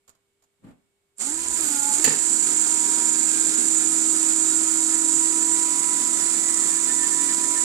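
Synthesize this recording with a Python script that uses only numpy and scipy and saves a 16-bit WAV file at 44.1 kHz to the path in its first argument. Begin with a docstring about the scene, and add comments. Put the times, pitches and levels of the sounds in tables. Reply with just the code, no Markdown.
"""Faint ticks and a soft bump over a quiet room hum, then a small geared electric actuator close by
swings a heavy wheel leg down on a workshop stand. The motor spins up, sags under load, lets the leg drop
into its play with a clack and a rattle, then whines steadily, with soft chirps near the end.
One shaft angle drives the tones and gear modulation; shaped noise makes the rasp, grinding and impacts."""
import sys
import numpy as np
from scipy import signal
from scipy.fft import rfft, irfft, next_fast_len
from scipy.io import wavfile
from scipy.ndimage import map_coordinates

SR = 44100
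rng = np.random.default_rng(int(sys.argv[2]) if len(sys.argv) > 2 else 0)


def master(y):
    """Save y as 16-bit WAV."""
    cut = np.clip(np.atleast_2d(y).T, -1, 1)
    pcm = np.round(cut * 32767)  # scale
    wavfile.write(sys.argv[1], SR, pcm.astype(np.int16))


N = 336924

# brush and gear rasp spectrum: freq_hz, relative_db
RASP_SPECTRUM = [(1500, -53), (4500, -10.5), (6000, -9.5), (6700, 0.5), (7400, 0), (8000, -3.5),
                 (8500, -7.5), (9300, -4.5), (10000, -12), (11300, -18.5), (12400, -37), (13400, -24),
                 (14000, -22), (14600, -45)]
# motor starts to work against the leg: start_s, end_s
STRAINING_S = (1.48, 1.63)
# leg passes from high to midway: start_s, end_s
SINKING_S = (3.65, 4.55)
HIGH_ORDER = 8  # multiple of shaft speed above which tones need load or strain to sound
SIDES = np.array([[-1], [1]])  # left, right


def amp(db):
    """Amplitude factor of a level in dB."""
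    return 10 ** (np.asarray(db) / 20)


def unit(x):
    """x scaled to rms 1."""
    return x / np.sqrt(np.mean(x ** 2) + 1e-20)


def along(points, hz):
    """Interpolate (freq_hz, value) points on a log frequency axis."""
    freq_hz, value = np.transpose(points)
    return np.interp(np.log(hz + 1), np.log(freq_hz + 1), value)


def curves(rows):
    """One value per sample for each column after the time."""
    time_s, *columns = np.transpose(rows)
    return [np.interp(np.arange(N) / SR, time_s, column) for column in columns]


def ramp(start_s, end_s):
    """0 before the start, 1 after the end, straight in between."""
    return np.clip((np.arange(N) / SR - start_s) / max(end_s - start_s, 1 / SR), 0, 1)


def swells(rows):
    """Level change in dB from bell-shaped (peak_s, change_db, rise_s, fall_s) swells."""
    t = np.arange(N) / SR
    return sum(db * np.exp(-((t - s) / np.where(t < s, rise, fall)) ** 2) for s, db, rise, fall in rows)


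def wobble(rate):
    """Smooth random curve, rate knots a second."""
    count = int(N * rate / SR) + 4
    fine = np.arange(count * 8) / 8
    curve = map_coordinates(rng.standard_normal(count), [fine])
    return np.interp(np.arange(N) * rate / SR, fine, curve)


def filtered(x, response):
    """x times a response of frequency."""
    m = next_fast_len(N + SR // 2)
    return irfft(rfft(x, m) * response(np.fft.rfftfreq(m, 1 / SR)), m)[..., :N]


def noise(spectrum, drive=1, mono_hz=550):
    """Stereo noise of rms 1, alike on both sides in the bass and unrelated above."""
    mid, side = rng.standard_normal((2, N)) * drive
    side = filtered(side, lambda hz: np.sqrt((0.45 + (hz / mono_hz) ** 4) / (2 + (hz / mono_hz) ** 4)))
    pair = np.array([mid + side, mid - side])
    return unit(filtered(pair, lambda hz: amp(along(spectrum, hz))))


def blows(rows):
    """Envelope of sudden blows that die away, from (start_s, level_db, t60_s) rows."""
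    power, t = np.zeros(N), np.arange(SR // 4) / SR
    for s, db, t60 in rows:
        power[round(s * SR):][:len(t)] += amp(db - 60 * t / t60) ** 2
    return np.sqrt(power)


def smeared(phase, rate):
    """Tone of rms 1 whose strength and phase flutter, separately on each side."""
    return unit(np.array([wobble(rate) * np.cos(phase) + wobble(rate) * np.sin(phase) for side in range(2)]))


def room(x):
    """The workshop's answer: a decaying noise tail whose top treble dies first."""
    # freq_hz, t60_s
    wall_decay = [(150, 0.4), (2000, 0.5), (12000, 0.04)]
    hz, t, z = signal.stft(rng.standard_normal((2, SR // 2)), SR, nperseg=256)
    decay = amp(-60 * t / along(wall_decay, hz)[:, None])
    tail = signal.istft(z * decay, SR, nperseg=256)[1]
    return signal.fftconvolve(x, tail / np.linalg.norm(tail[0]), axes=1)[:, :N]


def radiate(pair):
    """First noise reaches both ports directly and off nearby metal; the second arrives scattered."""
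    t = np.arange(SR // 10) / SR
    near = rng.standard_normal((2, len(t))) * amp(-60 * t / .06)
    paths = amp(-9) * near / np.linalg.norm(near[0])
    paths[[0, 1], [7, 0]] += 1  # direct sound meets the right port 7 samples early
    direct = signal.fftconvolve(pair[:1], paths, axes=1)[:, :N]
    scattered = np.array([np.roll(pair[1], 7), -pair[1]]) * amp(-4)
    return unit(direct + scattered) * pair.std()


def background(air_db=-77):
    """Still air as shaped noise, and a faint hum of sines that waver slightly in level."""
    # freq_hz, relative_db
    air_spectrum = [(25, -15), (54, -10), (76, -8), (400, -11.5), (1000, -19), (3500, -22), (7500, -33),
                    (14000, -39.5)]
    # freq_hz, rms_db
    hum_lines = [(398.4, -79.5), (2229, -92)]
    t = np.arange(N) / SR
    hum = sum(np.sqrt(2) * amp(db + wobble(5.0)) * np.sin(2 * np.pi * hz * t) for hz, db in hum_lines)
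    return amp(air_db) * noise(air_spectrum) + hum


def handling(wet_db=-12):
    """Small noise ticks and one dull, gradual bump before the motor starts."""
    # start_s, level_db, t60_s
    tick_rows = [(.078, -54, 0.093), (.083, -60, .07), (.0943, -43, 0.0045), (.098, -55, 0.069),
                 (.151, -64, .06), (.423, -64, 0.087), (.438, -64, 0.073)]
    # freq_hz, relative_db
    tick_spectrum = [(100, 11), (400, 0), (1000, 10), (1600, -2), (3500, -2), (7000, -1.5), (9000, -19),
                     (14000, -3)]
    # freq_hz, relative_db
    bump_spectrum = [(24, -27), (40, -12), (110, -8.5), (222, 0.5), (400, -15.5), (593, -17), (922, -23),
                     (1020, -24), (2780, -35), (9000, -55), (14000, -52)]
    bump_s, bump_level_db = 0.645, -48.5
    attack_s, hold_s, t60_s = 0.08, 0.068, .13  # 60 dB rise before bump_s, hold after it, then decay
    t = np.arange(N) / SR - bump_s
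    drop_db = 60 * (np.maximum(-t, 0) / attack_s + np.maximum(t - hold_s, 0) / t60_s)
    ticks = blows(tick_rows) * noise(tick_spectrum)
    bump = amp(bump_level_db - drop_db) * noise(bump_spectrum, amp(1.2 * wobble(118)))
    out = ticks + bump
    return out + amp(wet_db) * room(out)


def working_db(level, straining, loaded, lowered):
    """A layer's level follows the load on the motor."""
    full_db, idle_db, slack_db, low_db = level
    return full_db + idle_db * (1 - straining) + slack_db * (1 - loaded) + low_db * lowered


def actuator(slack_tones_db=-4):
    """One shaft angle drives the tones, the whine and the gear noise; the load sets their levels."""
    # motor spins up and sags as it takes the leg's weight: time_s, shaft_hz
    spin_up = [(1.2, 197.3), (1.276, 282), (1.34, 319), (1.42, 334), (1.608, 325.7), (1.67, 297.7),
               (1.79, 282.2), (1.968, 288), (2.02, 317)]
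    # then runs a little faster as the leg sinks: time_s, shaft_hz
    cruise = [(2.34, 323.5), (2.56, 316), (3.2, 318.5), (3.9, 319.7), (4.5, 320), (5.0, 321.8),
              (5.45, 323.2), (5.88, 327.2), (6.2, 327.9), (7.62, 327.7)]
    # leg's weight settles on the gears: start_s, end_s
    loading_s = (1.814, 2.18)
    # leg passes from midway to low: start_s, end_s
    lowering_s = (5.43, 5.82)
    # full_load_db, change_before_straining_db, change_before_loading_db, change_leg_low_db
    whine_level = (-16.5, -4, -0.4, -0.25)
    # full_load_db, change_before_straining_db, change_before_loading_db, change_leg_low_db
    gear_level = (-35.5, -3, 0.5, 0.26)
    # teeth catch now and then, falling leg briefly unloads them: peak_s, change_db, rise_s, fall_s
    whine_swells = [(1.55, 3, 0.027, 0.013), (1.94, 5, 0.013, 0.027), (2.168, -3.5, 0.037, 0.02),
                    (2.62, 2.5, 0.015, 0.016)]
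    # grinding grows and eases: peak_s, change_db, rise_s, fall_s
    gear_swells = [(3.3, 1.5, 0.67, 0.99), (4.8, 0, 0.62, 0.23)]
    start_s, attack_s, attack_db = 1.159, 0.06, 60  # switch-on; how long and how far the sound climbs
    inrush_peak_db, inrush_decay_s = 2, 0.065  # extra noise of the starting current

    t = np.arange(N) / SR
    speed_hz, = curves(list(spin_up) + list(cruise))
    angle = 2 * np.pi * np.cumsum(speed_hz) / SR
    straining, loaded, lowered = ramp(*STRAINING_S), ramp(*loading_s), ramp(*lowering_s)
    running = (t > start_s) * amp(-attack_db * (1 - ramp(start_s, start_s + attack_s)) ** 2)
    inrush_db = inrush_peak_db * np.exp(-np.maximum(t - start_s - attack_s, 0) / inrush_decay_s)
    whine_db = working_db(whine_level, straining, loaded, lowered) + inrush_db + swells(whine_swells)
    gear_db = working_db(gear_level, straining, loaded, lowered) + inrush_db + swells(gear_swells)
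    effort = amp(gear_db - gear_level[0] + slack_tones_db * (1 - loaded))

    out = shaft_hum(angle, speed_hz, loaded) + third_order(angle, speed_hz, loaded)
    out += effort * order_tones(angle, speed_hz, straining, loaded, lowered)
    out += whine(angle, whine_db, loaded, lowered)
    out += amp(gear_db) * gear_noise(angle, loaded)
    out += (1 - loaded) * slack_rattle(angle, straining)
    out += rumble() + sparks(straining, loaded) + squeaks(angle)
    return running * out + start_kick()


def shaft_hum(angle, speed_hz, loaded, lag_rad=0.24):
    """Shaft-rate sine, strongest at the stand's resonance, fluttering more while the gears are slack."""
    # hum swells and fades as the leg moves: peak_s, change_db, rise_s, fall_s
    hum_swells = [(1.5, -7.5, 0.12, 0.059), (1.56, -25, 0.017, 0.019), (1.94, -6, 0.037, .012),
                  (2.17, -13, 0.075, 0.067), (2.6, -4, 0.46, 0.75), (5.5, 4.5, 2.76, 0.21),
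                  (5.86, -2.5, 0.22, 0.16)]
    peak_rms_db, stand_hz, half_width_hz = -37, 309.7, 19.2
    off_resonance_db = 10 * np.log10(1 + ((speed_hz - stand_hz) / half_width_hz) ** 2)
    flutter_db = 0.55 * wobble(25) + 2.5 * (1 - loaded) * wobble(71)
    level = amp(peak_rms_db - off_resonance_db + swells(hum_swells) + flutter_db)
    return np.sqrt(2) * level * np.sin(angle + lag_rad * SIDES)


def spun_up(speed_hz):
    """Overtones only stand out near full speed."""
    return np.clip(speed_hz / 285, 0, 1) ** 8


def beating(angle):
    """Level swing in dB as the slow gear presses and eases once a turn."""
    # beating is deepest around midway: peak_s, share, rise_s, fall_s
    beat_swell = (4.9, 1, 1.1, .8)
    press_s, swing_db = 4.812, 2.8  # one moment of hardest pressing; scale of the swing
    shaft_turns = 44  # per turn of the slow gear
    slow = (angle - np.interp(press_s, np.arange(N) / SR, angle)) / shaft_turns
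    return swing_db * swells([beat_swell]) * (np.cos(slow) + .5 * np.cos(2 * slow))


def third_order(angle, speed_hz, loaded, lag_rad=0.24):
    """Third shaft harmonic, swelling as the leg moves and beating with the slow gear."""
    # peak_s, change_db, rise_s, fall_s
    third_swells = [(1.285, 5, 0.02, 0.03), (1.55, 7, 0.045, 0.022), (1.61, -4, .03, .03),
                    (1.87, 12, 0.13, 0.12), (1.905, 9, .02, .017), (2.95, 8.5, 0.26, 0.27),
                    (3.45, -3, 0.3, 0.4), (5.85, 10, 0.8, 0.36), (7.58, 10.5, 0.8, 0.41)]
    base_rms_db = -48
    flutter_db = 1.4 * wobble(40) + 2.5 * (1 - loaded) * wobble(90)
    level = amp(base_rms_db + swells(third_swells) + beating(angle) + flutter_db)
    phase = 3 * (angle + lag_rad * SIDES) + 0.31 * wobble(45)
    return np.sqrt(2) * spun_up(speed_hz) * level * np.sin(phase)


def order_tones(angle, speed_hz, straining, loaded, lowered, trim_db=-1.04, flutter_db=3.0, blur_rad=0.043):
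    """Weaker shaft and gear sines locked to the shaft, out of step between the two ports."""
    # before trim: shaft_multiple, leg_high_db, leg_midway_db, leg_low_db
    order_rows = [(0.5, -61, -63, -59), (0.543, -66, -62, -58.5), (0.76, -49.5, -56, -51.5),
                  (0.869, -50, -47.5, -45.5), (1.193, -58, -59, -57), (1.25, -55, -61, -70),
                  (1.91, -66, -64, -60), (2, -61, -61, -61), (2.25, -70, -64, -65), (2.455, -62, -65, -70),
                  (2.545, -70, -70, -61), (2.91, -60, -62, -69), (3.455, -70, -64, -57),
                  (3.91, -66, -59, -56), (4, -55, -51.5, -54), (4.455, -53, -49.5, -53.5),
                  (5, -52, -59, -56.5), (5.455, -54, -56, -60), (6, -63, -58, -49.5),
                  (6.455, -63, -62, -57), (7, -65, -64, -56), (7.455, -59, -67, -64), (8, -63, -68, -69),
                  (9.91, -64, -64, -68), (10.91, -59, -59, -55), (12, -55, -56, -58), (13, -61, -62, -59),
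                  (14.88, -57, -58, -64), (16.37, -58, -59, -54), (17.455, -52, -52, -48.5),
                  (18.4, -58, -58, -63), (19, -53, -53, -57)]
    leg_hz, leg_half_width_hz, leg_peak_db = 1420, 40, 12.5  # resonance of the leg while it hangs slack
    uneven = angle + blur_rad * wobble(50)  # uneven turning blurs the high orders most
    sunk, pulling = ramp(*SINKING_S), straining * (1 - loaded)
    out = np.zeros((2, N))
    for order, high_db, midway_db, low_db in order_rows:
        # the fifth order swells where it crosses the slack leg's resonance
        detune = (order * speed_hz - leg_hz) / leg_half_width_hz
        swell_db = leg_peak_db * pulling * (order == 5) / (1 + detune ** 2)
        position_db = high_db + (midway_db - high_db) * sunk + (low_db - midway_db) * lowered
        level = amp(trim_db + position_db + swell_db + flutter_db * wobble(11))
        level *= loaded if order > HIGH_ORDER else 1
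        spread_rad = min(order / 4, 1) * rng.normal(.7, .08) * rng.choice([-1, 1])
        out += level * np.sin(order * uneven + 0.3 * wobble(15) + spread_rad * SIDES)
    return np.sqrt(2) * spun_up(speed_hz) * out


def whine(angle, whine_db, loaded, lowered, rasp_db=-17):
    """Brushes and teeth scrape in tiny random bursts, throbbing with the shaft and next gear; orders sing."""
    # smeared high orders, re whine: shaft_multiple, leg_high_db, leg_low_db, flutter_knots_per_s
    singing_orders = [(20.2, -45, -35, 50), (21.85, -26, -28, 70), (22.92, -26.5, -30, 80),
                      (23.95, -25.5, -28.5, 70), (24.95, -33, -38, 70), (27, -38, -38, 70),
                      (28.95, -39, -39, 90)]
    shaft_turns = 11  # per turn of the next gear
    throb = (1 + .25 * np.cos(angle)) * (1 + .13 * np.cos(angle / shaft_turns))
    grains = amp(2.1 * wobble(1300))
    out = amp(rasp_db) * radiate(noise(RASP_SPECTRUM, throb * grains))
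    for order, high_db, low_db, rate in singing_orders:
        level = amp(high_db + (low_db - high_db) * lowered)
        out += loaded * level * smeared(order * angle, rate)
    return out * amp(whine_db)


def gear_noise(angle, loaded, split_hz=520, slack_db=-4.0, sunk_db=-1):
    """Grinding teeth shake the frame: bass grows with load and eases as the leg sinks; treble scatters."""
    # gear noise through the frame: freq_hz, relative_db
    frame_spectrum = [(130, -2), (160, 3), (190, 5.5), (250, 9.5), (380, 8.5), (490, -2.5), (720, -6.5),
                      (900, -7), (1150, -8), (1400, -4.5), (1900, -5.5), (2700, -8), (3200, -7),
                      (4700, -5.5), (6000, -5.5), (7500, -21)]
    grains = amp(2.6 * wobble(700) + .8 * wobble(14))
    grind = noise(frame_spectrum, grains * (1 + 0.017 * np.cos(angle)))
    bass = filtered(grind, lambda hz: 1 / (1 + (hz / split_hz) ** 6))
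    bass_db = slack_db * (2.5 - loaded) + sunk_db * ramp(*SINKING_S)
    shake = amp(bass_db) * bass + radiate(grind - bass)
    # the thin frame cannot radiate deep bass
    return filtered(shake, lambda hz: hz ** 6 / (hz ** 6 + 120 ** 6))


def slack_rattle(angle, straining, rate=50):
    """Teeth with open play rattle in rough bands that glide with the shaft; the high ones need strain."""
    # shaft_multiple, level_db before swells
    slack_orders = [(1.5, -60), (2, -57), (2.55, -58), (3, -52), (4, -59), (5, -56), (6, -60), (8.5, -63),
                    (11, -64), (12, -61.5)]
    # peak_s, change_db, rise_s, fall_s
    slack_swells = [(1.22, 3, .04, .05), (1.45, -3, .15, .12), (1.585, 7, .015, .018), (1.99, 5, .1, .06)]
    bands = 0
    for order, db in slack_orders:
        strain = straining if order > HIGH_ORDER else 1
        bands = bands + amp(db) * strain * smeared(order * angle, rate)
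    return amp(swells(slack_swells)) * bands


def rumble(lumps_db=5):
    """Slow, uneven lumps of low noise."""
    # freq_hz, relative_db
    rumble_spectrum = [(20, -16), (55, 0), (88, 0), (130, -18), (300, -60)]
    # peak_s, change_db, rise_s, fall_s
    rumble_swells = [(1.5, 13, 0.37, 0.37), (5.7, 8.5, .35, 0.4), (7.1, 10, 0.46, 0.15)]
    base_db = -69.5
    lumps = unit(amp(lumps_db * wobble(16)) * noise(rumble_spectrum, mono_hz=50))
    return amp(base_db + swells(rumble_swells)) * lumps


def start_kick(level_db=-39):
    """The teeth take up their play as the motor starts: one short noise blow."""
    return blows([(1.184, level_db, 0.0062)]) * noise(RASP_SPECTRUM)


def sparks(straining, loaded, level_db=-44.5):
    """The brushes fizz in high, grainy noise while the motor strains and the gears are not yet loaded."""
    # freq_hz, relative_db
    spark_spectrum = [(8000, -40), (10800, -5), (12200, -1), (13600, 4), (14600, -7.5)]
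    fizz = noise(spark_spectrum, amp(2.5 * wobble(900)))
    return amp(level_db) * straining * (1 - loaded) * fizz


def knocks(count=14):
    """The leg drops into its play in set knocks, then the loose joint chatters at random among them."""
    # start_s, crack_db, ring_db, thud_db
    main_knocks = [(2.0425, -15.5, -32, -39), (2.0448, -14.5, -26, -40), (2.0488, -30, -24, -33),
                   (2.059, -38, -28, -33), (2.0752, -35, -25.5, -19.5), (2.0805, -40, -36, -30),
                   (2.106, -42, -29, -40), (2.114, -40, -38, -29), (2.13, -42, -46, -30)]
    delay_s, length_s = .014, .11  # chatter after the first knock
    crack_db, ring_db, thud_db, fade_db = -50, -36, -36, 8  # chatter levels before fade and random size
    chance = rng.uniform(-1.04, 1, (count, 2))
    progress = (np.arange(count) + .5 + .5 * chance[:, 0]) / count
    size_db = 3 * chance[:, 1] - fade_db * progress
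    times_s = main_knocks[0][0] + delay_s + length_s * progress
    chatter = zip(times_s, crack_db + size_db, ring_db + size_db, thud_db + size_db)
    return list(main_knocks) + list(chatter)


def clack(crack_t60=0.05, ring_t60=0.1, thud_t60=0.052, puff_db=-5, wet_db=-9):
    """Each knock cracks and rings in steel-shaped noise, and thuds in noise and the stand's low modes."""
    # resonances of the leg and its mount: freq_hz, relative_db
    steel_spectrum = [(300, -9), (900, -5), (1450, -11), (1780, 10), (2150, -2), (2500, 1.5), (3600, -5.5),
                      (4600, 3), (6200, 3), (7200, 13.5), (8300, -28), (9500, 0), (11500, -5.5),
                      (13800, 4.5)]
    # freq_hz, relative_db
    thud_spectrum = [(60, -34), (120, -30), (160, 2), (200, -2), (270, 10), (450, 1), (600, -12),
                     (800, -0.5), (1300, -5), (3000, -14), (6000, -40)]
    # low modes of the stand, re thud: freq_hz, relative_db, t60_s
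    stand_modes = [(158.4, -9.5, 0.27), (262, 0, .055), (460, 1, 0.045), (850, -7, 0.05)]
    times_s, crack_db, ring_db, thud_db = np.transpose(knocks())
    t = np.arange(SR // 2) / SR
    ring = unit(filtered(noise(steel_spectrum), lambda hz: 1 / (1 + (hz / 5500) ** 6)))
    out = blows([(s, db, crack_t60) for s, db in zip(times_s, crack_db)]) * noise(steel_spectrum)
    out += blows([(s, db, ring_t60) for s, db in zip(times_s, ring_db)]) * ring
    out += blows([(s, db + puff_db, thud_t60) for s, db in zip(times_s, thud_db)]) * noise(thud_spectrum)
    for s, blow_db in zip(times_s, thud_db):
        for hz, db, t60 in stand_modes:
            mode = amp(blow_db + db - 60 * t / t60) * np.sin(2 * np.pi * hz * t)
            # fades in over one cycle
            out[:, round(s * SR):][:, :len(t)] += mode * np.minimum(t * hz, 1)
    return out + amp(wet_db) * room(out)


def squeaks(angle, waver_rad=.6):
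    """Near the end of the swing the mesh rubs in short, soft chirps at the wavering gear mesh tone."""
    # bell-shaped: peak_s, level_db, half_length_s
    chirp_rows = [(6.215, -47, .017), (6.352, -47, .017), (6.492, -48.5, .022), (6.578, -45, .015),
                  (6.632, -46, .016), (6.722, -45, .016), (6.776, -40, .013), (6.906, -37.5, .02),
                  (6.995, -44, .016), (7.042, -36, .024), (7.132, -39, .018), (7.205, -42, .027),
                  (7.308, -41, .02), (7.44, -40.5, .02), (7.575, -39, .019)]
    mesh_order = 60 / 11  # multiple of shaft speed
    t = np.arange(N) / SR
    press = sum(amp(db) * np.exp(-((t - s) / half_s) ** 2) for s, db, half_s in chirp_rows)
    phase = mesh_order * angle + waver_rad * wobble(60)
    return press * unit(np.array([np.sin(phase + 0.73 * wobble(60)) for side in range(2)]))


def scene():
    """Room, handling, actuator and clack together."""
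    return background() + handling() + actuator() + clack()


def record(dry, hiss_db=-83):
    """Right port colours the treble, microphones hiss, peaks are rounded off, the band is limited."""
    # right microphone port rings in the treble: freq_hz, gain_db
    port_response = [(1500, -0.5), (6100, 1.5), (6550, 7), (7000, 15.5), (7500, 17), (8000, 18), (9300, 15),
                     (10000, 10), (11300, 12.5), (12300, 7), (14000, -8.5)]
    top_hz = 14550
    ports = np.array([dry[0], filtered(dry[1], lambda hz: amp(along(port_response, hz)))])
    ports = ports + amp(hiss_db) * rng.standard_normal((2, N))
    rounded = ports / (1 + (ports / .9) ** 6) ** (1 / 6)
    return filtered(rounded, lambda hz: hz < top_hz)


dry = scene()
out = record(dry)
master(out)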